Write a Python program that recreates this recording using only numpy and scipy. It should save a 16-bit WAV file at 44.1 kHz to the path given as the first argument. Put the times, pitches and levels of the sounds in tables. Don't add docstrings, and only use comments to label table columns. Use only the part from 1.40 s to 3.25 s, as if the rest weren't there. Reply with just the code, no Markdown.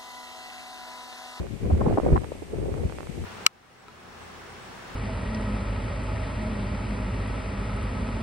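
import sys
import numpy as np
from scipy import signal
from scipy.fft import rfft, irfft
from scipy.io import wavfile

SR = 44100
rng = np.random.default_rng(int(sys.argv[2]) if len(sys.argv) > 2 else 0)


def generate_wav(sig):
    pcm = np.round(np.clip(np.atleast_2d(sig).T, -1, 1) * 32767).astype(np.int16)
    wavfile.write(sys.argv[1], SR, pcm)


N = 81585
T, HZ = np.arange(N) / SR, np.fft.rfftfreq(N, 1 / SR) + 1e-3

# time_s, level_db
RUMBLE_LEVEL = [(0, -25), (.07, -37.5), (.14, -27), (.19, -42), (.23, -23.5), (.38, -23.5), (.445, -23.5),
                (.49, -28.5), (.53, -22), (.595, -48), (.64, -23.5), (.70, -24), (.74, -17), (.80, -27.5),
                (.89, -38), (1.08, -42.5), (1.19, -26), (1.28, -31), (1.41, -27), (1.53, -36.5),
                (1.68, -41.5), (1.82, -28.5)]
# time_s, level_db
FLUTTER_LEVEL = [(0, -31), (.04, -32), (.09, -43.5), (.19, -45.5), (.255, -27.5), (.35, -30.5),
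                 (.41, -23.5), (.51, -21.5), (.605, -30), (.645, -22), (.75, -20), (.80, -32.5),
                 (.885, -38.5), (1.07, -48), (1.12, -32.5), (1.2, -30), (1.44, -29.5), (1.51, -40.5),
                 (1.73, -40.5), (1.79, -41.5)]


def amp(db):
    return 10 ** (np.asarray(db) / 20)


def unit_rms(x):
    return x / np.sqrt(np.mean(x ** 2, -1, keepdims=True) + 1e-20)


def curve(points):
    return np.interp(T, *np.transpose(points))


def colour(points):
    hz, db = np.transpose(points)
    return amp(np.interp(np.log(HZ), np.log(hz), db))


def bell(x, centre, width):
    return np.exp(-((x - centre) / width) ** 2)


def band(low_hz, top_hz, low_order, top_order):
    return 1 / np.sqrt((1 + (low_hz / HZ) ** (2 * low_order)) * (1 + (HZ / top_hz) ** (2 * top_order)))


def filtered(x, gain):
    return irfft(rfft(x) * gain, N)


def noise(gain):
    return unit_rms(filtered(rng.standard_normal((2, N)), gain))


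def steadied(x, span_s):
    power = abs(filtered(x ** 2, bell(HZ, 0, 1 / span_s)))
    return x / np.sqrt(power + 0.0011)


def wander(rate_hz):
    return noise(bell(HZ, 0, rate_hz))


def ports(left_over_right_db):
    return amp(np.array([[.5], [-.5]]) * left_over_right_db)


def surf():
    # frequency_hz, level_db
    spectrum = [(150, -0.5), (550, 6), (1000, -1), (1500, -5), (2300, -0.5), (3400, -7.5), (5000, -11),
                (8900, -12), (9900, -17.5), (12300, -18.5), (14300, -30.5)]
    # time_s, level_db
    surf_level = [(0, -49), (.75, -48), (1.05, -50), (1.85, -46.5)]
    # time_s, level_db
    sheen_level = [(0, -80), (.65, -64), (1.85, -67)]
    hiss = noise(colour(spectrum))
    wash = filtered(hiss, 1 / (1 + (HZ / 5000) ** 4))
    shimmer = amp(0.8 * wander(rate_hz=42)[0])
    sheen = noise(bell(HZ, centre=8380, width=510)) * amp(curve(sheen_level))
    return (hiss + wash * (shimmer - 1)) * amp(curve(surf_level)) + sheen


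def rumble():
    # frequency_hz, level_db
    spectrum = [(15, -24), (30, -55), (48, 0), (70, 1.5), (110, -6), (170, -9), (260, -14.5), (500, -30.5),
                (1500, -100)]
    turbulence = steadied(noise(colour(spectrum)), span_s=0.042)
    return turbulence * amp(curve(RUMBLE_LEVEL)) * amp([[0], [-1.5]])


def flutter():
    # frequency_hz, level_db
    spectrum = [(100, 3.5), (210, 3.5), (300, 0), (400, 2), (620, -10), (850, -19.5), (1300, -27),
                (2200, -33.5), (5000, -76)]
    own_db, shared_db = 2.6 * wander(rate_hz=170), 2.73 * wander(rate_hz=123)[0]
    clumps = steadied(noise(colour(spectrum)) * amp(own_db + shared_db), span_s=0.06)
    return clumps * amp(curve(FLUTTER_LEVEL) - 0.5) * ports(left_over_right_db=-4)


def sheltered(wind):
    light_wind_db, loss_per_db, max_loss_db, bass_hz = -22, 4.9, 30, 266
    loss_db = np.clip((light_wind_db - curve(RUMBLE_LEVEL)) * loss_per_db, 0, max_loss_db)
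    left, right = wind
    bass = filtered(right, 1 / (1 + (HZ / bass_hz) ** 10))
    return np.array([left, right - bass * (1 - amp(-loss_db))])


def thumps():
    # time_s, peak_db, pitch_hz, half_length_s, left_over_right_db
    eddies = [(0.011, -33, 119, 0.0079, -21), (.262, -29, 180, 0.01, 0), (0.336, -12.5, 78.5, 0.023, -4),
              (0.476, -10, 171, 0.0029, 0.5), (0.54, -29.5, 97, 0.022, -20.5),
              (.674, -19.5, 161, 0.0069, -1), (0.734, -11.5, 66.4, 0.0092, 7),
              (1.133, -30.5, 208, 0.0054, 6), (1.322, -27, 92, 0.011, 6), (1.398, -35, 76.5, 0.02, 21),
              (1.457, -16, 75, 0.011, 5.5), (1.698, -39, 124, 0.0067, 35), (1.814, -32.5, 69.6, 0.03, -3)]
    out = np.zeros((2, N))
    phase_drift = .09 * wander(rate_hz=150)
    for time_s, peak_db, pitch_hz, half_length_s, side_db in eddies:
        swing = np.sin(2 * np.pi * (pitch_hz * (T - time_s) + rng.random() + phase_drift))
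        out += amp(peak_db) * ports(side_db) * bell(T, time_s, half_length_s) * swing
    return out


def buffets():
    # time_s, level_db, time_scale_s, top_hz, left_over_right_db
    eddies = [(0.246, -39.5, 0.0049, 670, 11), (0.304, -25, 0.015, 730, 2.5), (0.413, -25, 0.012, 980, 8),
              (0.463, -19, 0.0095, 746, 0.5), (0.482, -22.5, 0.003, 720, 7),
              (0.509, -24.5, 0.0045, 690, -12.5), (0.527, -27.5, 0.0035, 880, 10.5),
              (0.575, -20, 0.0062, 860, 8), (0.583, -14, 0.0076, 510, -3.5),
              (0.584, -16.5, 0.0031, 1030, -4), (.6, -22, 0.0024, 940, -11.5),
              (0.663, -17.5, 0.0098, 644, 3), (0.761, -20, 0.009, 1030, 4), (0.777, -29, 0.0016, 1130, -25),
              (0.837, -41.5, 0.018, 840, -13), (0.919, -27.5, 0.0062, 616, 3.5),
              (0.954, -32, 0.0054, 497, -2.5), (1.023, -32, 0.012, 503, -5), (1.136, -25, 0.0095, 490, 1.5),
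              (1.258, -31, 0.0091, 610, 9), (1.286, -30, 0.019, 466, -8), (1.78, -33, 0.017, 376, -0.5)]
    rise_share, fall_share, cusp_depth = 0.25, 0.85, 0.098
    out = np.zeros((2, N))
    for time_s, level_db, time_scale_s, top_hz, side_db in eddies:
        turbulence = steadied(noise(band(252, top_hz, low_order=2, top_order=5.14)), span_s=.01)
        rasp = unit_rms(turbulence + cusp_depth * (turbulence ** 2 - 1))
        width_s = time_scale_s * np.where(T < time_s, rise_share, fall_share)
        out += amp(level_db) * ports(side_db) * bell(T, time_s, width_s) * rasp
    return filtered(out, band(215, 2640, low_order=5.8, top_order=4.3))


def pops():
    # time_s, peak_db
    sharp_pops = [(0.0686, -23.5), (0.7673, -13), (.8445, -19), (1.341, -22), (1.4979, -22), (1.524, -20),
                  (1.5859, -17.5), (1.6067, -19), (1.631, -22), (1.671, -22.5), (1.840, -23)]
    crackle_per_s, left_db = 75, -23
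    crackle_db = -9.5 + 0.67 * curve(FLUTTER_LEVEL)
    onsets = rng.random(N) < crackle_per_s / SR
    spikes = onsets * rng.uniform(-1, 1, N) * amp(crackle_db)
    for time_s, peak_db in sharp_pops:
        spikes[round(time_s * SR)] += amp(peak_db) * rng.choice([-1, 1])
    brief_ring = 1 + bell(HZ, centre=450, width=140)
    response = band(306, 1300, low_order=11, top_order=2.76) * brief_ring
    impulse_peak = irfft(response, N)[0]
    return filtered(spikes, response) / impulse_peak * amp([[left_db], [0]])


def scene():
    return sheltered(rumble() + flutter()) + thumps() + buffets() + pops() + surf()


def record(dry):
    edge_hz = 14350
    low_pass = signal.firwin(511, edge_hz, window=("kaiser", 9), fs=SR)
    return signal.oaconvolve(dry, low_pass[None], "same")


dry = scene()
out = record(dry)
generate_wav(out)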